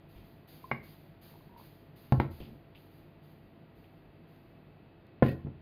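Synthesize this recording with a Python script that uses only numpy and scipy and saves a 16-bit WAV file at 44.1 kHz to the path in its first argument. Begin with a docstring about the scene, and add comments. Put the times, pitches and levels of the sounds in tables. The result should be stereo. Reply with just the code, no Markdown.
"""A low room hum and a thin, swelling hiss are heard first, made of shaped noise and sines.
A glass bottle is moved about a laid table in a small room, close to a stereo pair of microphone ports.
It clacks against a dish and lands in two knocks; later a heavy knock makes the tableware rattle.
Struck objects are sums of decaying modes, brushing is a run of slips, and creaks are swelling sines."""
import sys
import numpy as np
from scipy import signal
from scipy.fft import rfft, irfft
from scipy.io import wavfile

SR = 44100
rng = np.random.default_rng(int(sys.argv[2]) if len(sys.argv) > 2 else 0)


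def unload_audio(sound):
    """Save the sound as a 16-bit wav file, at the path given as the first command line argument."""
    columns = np.transpose(np.atleast_2d(sound))
    # keep every value between -1 and 1, then stretch to whole-number steps
    steps = np.round(np.clip(columns, -1, 1) * 32767)
    wavfile.write(sys.argv[1], SR, steps.astype(np.int16))


N = 247753
TIME = np.arange(N) / SR  # seconds

# Source levels are taken before the ports, the room and the final gains, unless stated otherwise.
# Spectrum of the room tone. Each row: frequency in Hz, relative density in dB per Hz.
ROOM_TONE = [(20, -34), (43, -6.5), (70, -14), (100, -12.5), (150, -2.5), (190, -9.5), (320, -11),
             (520, -16), (680, -15.5), (1150, -24), (2600, -28), (4700, -39.5), (5600, -65.5),
             (16000, -78.5)]
ROOM_TONE_DB = -56  # rms, before its split into diffuse and direct parts
# Steady appliance hum. 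Each row: frequency in Hz, level at the left port in dB rms.
HUM = [(97, -65), (151, -64), (333.8, -68.5), (429, -74.5), (667.5, -68), (1933, -73.5)]
# Faint wavering appliance whine. Each row: time in seconds, frequency in Hz, level at the left port in dB rms.
WHINE = [(0, 2547, -79), (3.0, 2570, -83), (4.0, 2604, -78.5), (4.8, 2588, -74), (5.62, 2600, -77)]
# Likeness of the two channels in diffuse sound. Each row: frequency in Hz, correlation from -1 to 1.
LIKENESS = [(60, 0.75), (130, 0.99), (290, 0.98), (640, -0.042), (1400, 0.051), (3100, -0.14),
            (15000, 0.092)]
# Steady hiss under the swells, sinking with time. Each row: time in seconds, level in dB.
HISS_BED = [(0, -79.5), (4.7, -82.5), (5.2, -88)]
# Swells of hiss. Each row: start in seconds, level in dB, level of the after-swell relative to it in dB.
HISS_SWELLS = [(0.085, -68.5, -2), (0.474, -60, -7), (0.827, -61.5, -12.5), (1.212, -60.5, -11.5),
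               (1.57, -62, -11), (1.957, -64, -5.5), (2.303, -62.5, -14), (2.751, -70, -1),
               (3.225, -72, -12), (3.75, -75, -6), (4.27, -75, -5.5)]
# Spectrum of the hiss. Each row: frequency in Hz, relative density in dB per Hz.
HISS_COLOUR = [(1000, -4.5), (2000, -4), (4800, -1.5), (5500, -22.5), (6700, -15.5), (7600, -34.5),
               (10100, -11), (13000, -2.5), (14800, -5), (16000, -26)]
SWELL_ATTACK_S, SWELL_HOLD_S, SWELL_FALL_DB_PER_S = 0.013, 0.084, 108
AFTER_SWELL_S = 0.15  # delay of the after-swell

# Long modes of the table top. Each row: frequency in Hz, level in dB, t60 in seconds.
TABLE = [(87.5, -11, 0.51), (104, -9.5, 0.34), (137.3, -1.5, 0.35), (196, -10, 0.27), (178, 2, 0.04),
         (233, -8, 0.24), (261.5, -6.5, 0.22), (334.3, -10.5, 0.18), (387.4, -14.5, 0.18),
         (430.2, -4.5, 0.11), (473, -15, 0.28), (554.6, -8.5, 0.17), (614, -8, 0.1), (837, -23.5, 0.25),
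         (903, -22, 0.15)]
# Short, dense upper modes of the top. Each row: frequency in Hz, level in dB, t60 in seconds.
BOARD = [(317, 1.5, 0.036), (516, -18.5, 0.11), (701, -5, 0.051), (837, 2, 0.027), (964, 7, 0.012),
         (1081, 3.5, 0.03), (1369, 3, 0.033), (1570, -2, 0.024), (1805, -2, 0.044), (2100, -12.5, 0.048),
         (2650, -8.5, 0.013), (3140, 0, 0.0029)]
# Soft bumps of handling. Each row: start in seconds, level in dB, pitch of the struck spot in Hz,
# cycles until it is 60 dB down, scuff level in dB.
BUMPS = [(0.158, -54.5, 46.6, 23, -66), (2.404, -45, 45.3, 6.9, -62.5), (5.448, -36, 142, 4.5, -88)]
# Uneven touches within a bump. Each row: delay in seconds, thud level in dB, clack level in dB,
# contact cut-off in Hz, spot level in dB; levels are relative to the bump.
BUMP_TOUCHES = [(0, -8.5, -11, 260, 13.5), (0.012, -4.5, -4.5, 330, 4.5), (0.021, -13, 0.5, 430, 5.5),
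                (.035, -25, -12, 350, 2.5), (.1, -21, -18, 300, -2)]
SCUFF_S, SCUFF_BAND_HZ = 0.14, [140, 10000]
# Things brush and shift on the table. Each row: start in seconds, nominal length in seconds,
# lowest frequency in Hz, highest frequency in Hz, level in dB rms before the stroke's envelope.
RUSTLES = [(0.16, 0.083, 30, 197, -60.5), (2.398, 0.052, 2560, 4840, -64), (2.402, 0.02, 35, 395, -48.5),
           (2.2, 0.037, 88, 220, -47), (2.449, 0.096, 40, 297, -53), (2.748, 0.03, 2222, 4167, -65),
           (3.83, 0.037, 2037, 3900, -75)]
# Small creaks. Each row: start in seconds, swelling time in seconds, frequency in Hz, peak level in dB.
CREAKS = [(0.641, 0.0034, 1025, -41.5), (1.339, 0.0014, 910, -55), (1.356, .0012, 910, -52.5),
          (1.407, 0.0018, 1040, -59), (1.493, 0.0038, 950, -60), (1.516, .005, 946, -62),
          (1.538, .002, 940, -56), (1.548, 0.0025, 930, -55.5), (1.562, 0.003, 950, -51),
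          (1.579, 0.004, 944, -54), (1.5976, .0014, 960, -47.5), (1.611, 0.0009, 940, -49.5)]
# The glass itself sounds. Each row: start in seconds, level in dB, freedom to ring from 0 to 1.
CLINKS = [(0.7134, -25, 0.52), (2.1999, -25.5, 0.07)]
# Modes of glass and dish. Each row: frequency in Hz, level in dB, t60 in seconds when quite free.
DISH = [(1123, -2.5, 0.088), (1320, -2.5, 0.044), (1560, 0.5, 0.053), (1610, -19, 0.15), (1840, -4.5, 0.05),
        (2083, -1.5, 0.091), (2150, -9.5, 0.042), (2253, -3.5, 0.1), (2330, -11.5, 0.09), (1430, -12, 0.08),
        (2450, -9.5, 0.055), (2805, -30, 0.34), (2820, -29, 0.33), (5030, -20, 0.12)]
# Hard blows on the table. Each row: start in seconds, thud level in dB, clack level in dB, contact cut-off in Hz,
# pitch of the struck spot in Hz, its level in dB, pitch at which the top flexes there in Hz, its level in dB,
# tick level in dB.
KNOCKS = [(0.7148, -37, -41, 2320, 852, -20, 137, -38.5, -44.5),
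          (2.1222, -32, -21, 740, 208, -19.5, 130.4, -12.5, -31),
          (2.2004, -33, -33.5, 3300, 903, -14, 346, -22, -35),
          (5.2234, -22, -21.5, 820, 518, -9, 128, -22.5, -46.5),
          (5.2262, -36.5, -21.5, 1490, 245, -18.5, 192, -15.5, -47)]
# What was set down rocks and touches again. Each row: start in seconds, thud level in dB, clack level in dB,
# contact cut-off in Hz, pitch of the struck spot in Hz, its level in dB.
REBOUNDS = [(2.1443, -57, -40, 960, 880, -42), (2.174, -45, -56, 300, 89, -18.5),
            (2.199, -55, -52, 300, 110, -24.5), (2.2155, -56, -38, 900, 480, -33),
            (2.2504, -42, -44, 1300, 109, -28.5), (5.2621, -36.5, -33.5, 600, 244, -22),
            (5.2858, -35.5, -50.5, 406, 131, -21), (5.3244, -41, -42.5, 406, 134, -31.5)]
# Faint dry ticks. Each row: start in seconds, level in dB.
TICKS = [(4.3623, -59), (5.0675, -58)]
# Loose tableware chatters after a heavy blow. 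Each row: start in seconds, length in seconds, level in dB.
RATTLES = [(5.232, 0.017, -49.5), (5.259, 0.0052, -47), (5.279, 0.0062, -50), (5.282, .008, -49.5),
           (5.302, .018, -52.5)]
# Modes of the loose tableware. Each row: frequency in Hz, level in dB, t60 in seconds.
CROCKERY = [(1370, -4.5, 0.115), (1555, -2, 0.14), (1810, -2, 0.11), (1895, 3.5, 0.1), (1980, -3, 0.061),
            (2230, -3, 0.088), (2480, -4, 0.051), (2645, -8.5, 0.12), (2840, -10, 0.091),
            (3600, -19.5, 0.1), (3930, -9, 0.08), (4260, -21, 0.11), (4620, -14.5, 0.13), (12400, 4, 0.044)]

# Reverberation time of the room. Each row: frequency in Hz, t60 in seconds.
ROOM_T60 = [(80, 0.47), (250, 0.35), (700, 0.36), (2000, 0.31), (5000, 0.24), (14000, 0.52)]
# Strength of the room's echo. Each row: frequency in Hz, level in dB.
ROOM_ECHO = [(60, 1.5), (140, -9), (300, -5.5), (700, -13.5), (1500, -16), (4000, -5), (14000, -11)]
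# Response of a microphone port, with a deep dip in the treble. Each row: frequency in Hz, gain in dB.
PORT = [(30, -10.5), (100, -1.5), (2500, 7), (4900, 0), (5600, -20), (6700, -11), (7800, -27),
        (10200, -9.5), (13000, -2), (16000, -12)]
# The right port hears each source this much later, in seconds.
TABLE_LAG_S, DISH_LAG_S, APPLIANCE_LAG_S = .00035, .00026, .00027
# Below these the table top radiates poorly and the room hardly rings.
RADIATE_HZ, ROOM_LOWEST_HZ = 50.6, 69.6
CUTOFF_HZ = 15900


def from_db(db):
    """Amplitude is the antilogarithm of a level."""
    return 10 ** (np.asarray(db) / 20)


def rms_one(x):
    """Normalization brings the effective value to one."""
    return x / np.sqrt(np.mean(x ** 2) + 1e-20)


def at_hz(points, hz):
    """Linear interpolation reads a spectrum on a log-frequency axis."""
    known_hz, values = np.transpose(points)
    return np.interp(np.log(np.maximum(hz, 1)), np.log(known_hz), values)


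def butter(x, hz, kind, order=2):
    """A Butterworth filter passes its band with maximal flatness."""
    sos = signal.butter(order, hz, kind, fs=SR, output="sos")
    return signal.sosfilt(sos, x + 1e-18)


def add(out, s, sound):
    """Superposition mixes a sound in from time s on."""
    start = round(s * SR)
    out[..., start:start + sound.shape[-1]] += sound[..., :N - start]


def diffuse(colour, size):
    """In a diffuse field the two channels agree only in the bass."""
    hz = np.fft.rfftfreq(size, 1 / SR)
    mid, side = rfft(rng.standard_normal((2, size)))
    alike = np.clip(at_hz(LIKENESS, hz), -.99, .99)
    stereo = np.sqrt(1 + alike) * mid + np.sqrt(1 - alike) * side * [[1], [-1]]
    return irfft(stereo * from_db(at_hz(colour, hz)), size)


def from_left(x, lag_s, shade_db=-5.0, shade_hz=300, bass_db=-1):
    """Path difference delays the right port's signal, and shadowing weakens it above the bass."""
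    late = np.interp(TIME - lag_s, TIME, x[1])
    bass = butter(late, shade_hz, "low", order=1)
    right = from_db(bass_db) * bass + from_db(shade_db) * (late - bass)
    return np.array([x[0], right])


def background(whine_waver_hz=1.1, waver_rate_hz=6, direct_share=0.26, pan_db=0.0):
    """Diffuse room tone adds to direct sound from an appliance on the left: noise, hum and a wavering whine."""
    hum = sum(from_db(db) * np.sqrt(2) * np.sin(2 * np.pi * (hz * TIME + rng.random())) for hz, db in HUM)

    whine_s, whine_hz, whine_db = np.transpose(WHINE)
    waver = rms_one(butter(rng.standard_normal(N), waver_rate_hz, "low"))
    pitch = np.interp(TIME, whine_s, whine_hz) + whine_waver_hz * waver
    phase = 2 * np.pi * np.cumsum(pitch) / SR
    whine = from_db(np.interp(TIME, whine_s, whine_db)) * np.sqrt(2) * np.sin(phase)

    share = np.clip(direct_share, 0, 1)  # of the room tone's power
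    around, straight = (from_db(ROOM_TONE_DB) * rms_one(diffuse(ROOM_TONE, size=N)) for _ in range(2))
    appliance = np.tile(np.sqrt(share) * straight[0] + hum + whine, (2, 1))
    ambient = np.sqrt(1 - share) * around * from_db([[pan_db], [-pan_db]])
    return ambient + from_left(appliance, APPLIANCE_LAG_S, shade_db=-7.5)


def swell(s):
    """An envelope of attack, hold and exponential release starts at time s."""
    age = np.maximum(TIME - s, 0)
    fall_db = SWELL_FALL_DB_PER_S * np.maximum(age - SWELL_ATTACK_S - SWELL_HOLD_S, 0)
    return np.sqrt(np.minimum(age / SWELL_ATTACK_S, 1)) * from_db(-fall_db)


def hiss(hiss_pan_db=0.6):
    """Powers of incoherent noise add: a sinking bed, swells and their after-swells."""
    power = from_db(np.interp(TIME, *np.transpose(HISS_BED))) ** 2
    for s, db, after_db in HISS_SWELLS:
        power += (from_db(db) * swell(s)) ** 2
        power += (from_db(db + after_db) * swell(s + AFTER_SWELL_S)) ** 2
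    noise = rms_one(diffuse(HISS_COLOUR, size=N))
    return np.sqrt(power) * noise * from_db([[hiss_pan_db], [-hiss_pan_db]])


def ring(hz, t60):
    """A damped mode is an exponentially dying sine, here one second of it."""
    t = TIME[:SR]
    return np.sin(2 * np.pi * hz * t) * from_db(-60 * t / t60)


def spot_ring(hz, db, cycles=13):
    """Local resonance: the struck spot falls 60 dB in a given number of cycles."""
    return from_db(db) * ring(hz, cycles / hz)


def struck(modes, spread_db, detune=0):
    """Modal superposition: a blow excites each mode by its own amount, detuned by the shifting load."""
    signs = np.resize([1, -1, 1], len(modes))  # one mode in three starts the other way
    total = 0
    for sign, (hz, db, t60) in zip(signs, modes):
        level = from_db(db + spread_db * rng.standard_normal())
        total = total + sign * level * ring(hz * (1 + detune * rng.uniform(-1.12, 1)), t60)
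    return total


def crack(t60):
    """At high modal density a burst becomes decaying noise, different at each port."""
    return rng.standard_normal((2, SR)) * from_db(-60 * TIME[:SR] / t60)


def blow(thud_db, clack_db, contact_hz, spot=0, crack_db=-6, crack_t60=0.13):
    """Contact stiffness limits bandwidth: a harder blow on the top drives its upper modes further."""
    low = struck(TABLE, spread_db=1.5, detune=.004)
    upper = struck(BOARD, spread_db=2.5, detune=.04)
    clack = from_db(clack_db) * (upper + from_db(crack_db) * crack(crack_t60))
    return -butter(from_db(thud_db) * low + clack + spot, contact_hz, "low")


def bumps():
    """Soft contacts in quick succession excite the bass; friction adds a brief scuff."""
    out = np.zeros((2, N))
    for s, db, spot_hz, cycles, scuff_db in BUMPS:
        for delay_s, thud_db, clack_db, contact_hz, spot_db in BUMP_TOUCHES:
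            touch = blow(thud_db, clack_db, contact_hz, spot_ring(spot_hz, spot_db, cycles))
            add(out, s + delay_s, from_db(db) * touch)
        friction = rms_one(butter(rng.standard_normal(SR), SCUFF_BAND_HZ, "band", order=1))
        add(out, s, from_db(scuff_db) * friction * np.maximum(1 - TIME[:SR] / SCUFF_S, 0))
    return out


def rustles(slips_per_s=500, size_spread_db=4):
    """Sliding friction is a random run of tiny uneven impulses that rises fast and fades."""
    out = np.zeros((2, N))
    for s, length, low_hz, high_hz, db in RUSTLES:
        happens = rng.random(SR) < slips_per_s / SR
        slips = happens * rng.choice([-1, 1], SR) * from_db(size_spread_db * rng.standard_normal(SR))
        stroke = np.interp(TIME[:SR] / length, [0, .1, .5, 1.5], [0, 1, 1, 0])
        add(out, s, from_db(db) * stroke * rms_one(butter(slips, [low_hz, high_hz], "band")))
    return out


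def creaks():
    """Stick-slip: a rubbing contact gives separate ringing pulses that swell and die at once."""
    out, t = np.zeros(N), TIME[:SR]
    for s, rise_s, hz, db in CREAKS:
        envelope = t / rise_s * np.exp(1 - t / rise_s)  # peaks at one
        add(out, s, from_db(db) * envelope * np.sin(2 * np.pi * hz * t))
    return out


def clinks():
    """Contact damping: the firmer the glass is pressed to dish or table, the sooner its modes die."""
    out = np.zeros(N)
    for s, db, freedom in CLINKS:
        modes = [(hz, level_db, t60 * freedom) for hz, level_db, t60 in DISH]
        clink = struck(modes, spread_db=1)
        add(out, s, -from_db(db) * butter(clink, [300, 4000], "band"))
    return out


def knocks(tick_t60=0.014, clatter_db=-17, clatter_t60=0.11, flex_cycles=15):
    """Impact excitation: a hard blow ticks, clatters, flexes the top locally and shakes all of it."""
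    out = np.zeros((2, N))
    for s, thud_db, clack_db, contact_hz, spot_hz, spot_db, flex_hz, flex_db, tick_db in KNOCKS:
        clatter = from_db(clatter_db) * butter(crack(clatter_t60), 4000, "low")
        tick = from_db(tick_db) * (crack(tick_t60) + clatter)
        local = spot_ring(spot_hz, spot_db) + spot_ring(flex_hz, flex_db, flex_cycles)
        add(out, s, tick + blow(thud_db, clack_db, contact_hz, local))
    return butter(out, RADIATE_HZ, "high", order=1)


def rebounds(cycles=8):
    """Rocking spends energy in further touches, weaker than the main blows."""
    out = np.zeros((2, N))
    for s, thud_db, clack_db, contact_hz, spot_hz, spot_db in REBOUNDS:
        add(out, s, blow(thud_db, clack_db, contact_hz, spot_ring(spot_hz, spot_db, cycles)))
    return butter(out, RADIATE_HZ, "high")


def ticks(t60=0.012, lowest_hz=3000):
    """Brief contacts radiate only treble, too light to shake the table."""
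    out = np.zeros((2, N))
    for s, db in TICKS:
        add(out, s, from_db(db) * butter(crack(t60), lowest_hz, "high"))
    return out


def rattles(ring_db=-10, scatter_db=0, scatter_t60=0.088, count=2):
    """Repeated impact: dishes and cutlery hop on the shaking top in quick uneven touches."""
    out = np.zeros((2, N))
    for s, length, db in RATTLES:
        for place in (np.arange(count) + rng.random(count)) / count:
            ringing = from_db(ring_db) * struck(CROCKERY, spread_db=5.0, detune=0.014)
            touch = ringing + from_db(scatter_db) * crack(scatter_t60)
            add(out, s + place * length, from_db(db) * touch)
    return out


def room(x, first_echo_s=0.0035):
    """Reverberation is convolution with dense noise that decays at its own rate in each octave."""
    t, hz = TIME[:SR], np.fft.rfftfreq(SR, 1 / SR)
    noise, echo = rfft(diffuse(ROOM_ECHO, size=SR)), 0
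    for centre in 31.25 * 2 ** np.arange(10):
        share = np.maximum(0, 1 - abs(np.log2(np.maximum(hz, 1) / centre)))
        onset = np.clip(t / first_echo_s - 1, 0, 1)
        fade = from_db(-60 * t / max(at_hz(ROOM_T60, centre), .15)) * onset
        echo = echo + irfft(noise * share, SR) * fade / np.sqrt(2 * np.sum(fade ** 2))
    return signal.fftconvolve(x.mean(axis=0)[None], echo, axes=1)[:, :N]


def port(x, size=2048):
    """Folding the cepstrum turns the port's magnitude response into a causal, minimum-phase filter."""
    cepstrum = irfft(np.log(from_db(at_hz(PORT, np.fft.rfftfreq(size, 1 / SR)))))
    folded = np.r_[cepstrum[0], 2 * cepstrum[1:size // 2]]
    impulse = irfft(np.exp(rfft(folded, size)))
    return signal.fftconvolve(x, impulse[None], axes=1)[:, :N]


def scene(direct_db=2, hiss_db=1):
    """Superposition of direct sound and reverberation through the ports, over background and hiss."""
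    table = bumps() + rustles() + knocks() + rebounds() + ticks()
    dish = np.tile(creaks() + clinks(), (2, 1))
    loose = rattles()
    direct = from_left(table, TABLE_LAG_S) + from_left(dish, DISH_LAG_S)
    direct = direct + from_left(loose, TABLE_LAG_S, shade_db=-22.5, shade_hz=4000)
    reverberant = room(butter(table + dish + loose, ROOM_LOWEST_HZ, "high"))
    tableware = port(from_db(direct_db) * direct + reverberant)
    return tableware + background() + from_db(hiss_db) * hiss()


def record(dry):
    """An elliptic low-pass cuts the top of the spectrum steeply."""
    sos = signal.ellip(10, .1, 70, CUTOFF_HZ, fs=SR, output="sos")
    return signal.sosfilt(sos, dry)


dry = scene()
out = record(dry)
unload_audio(out)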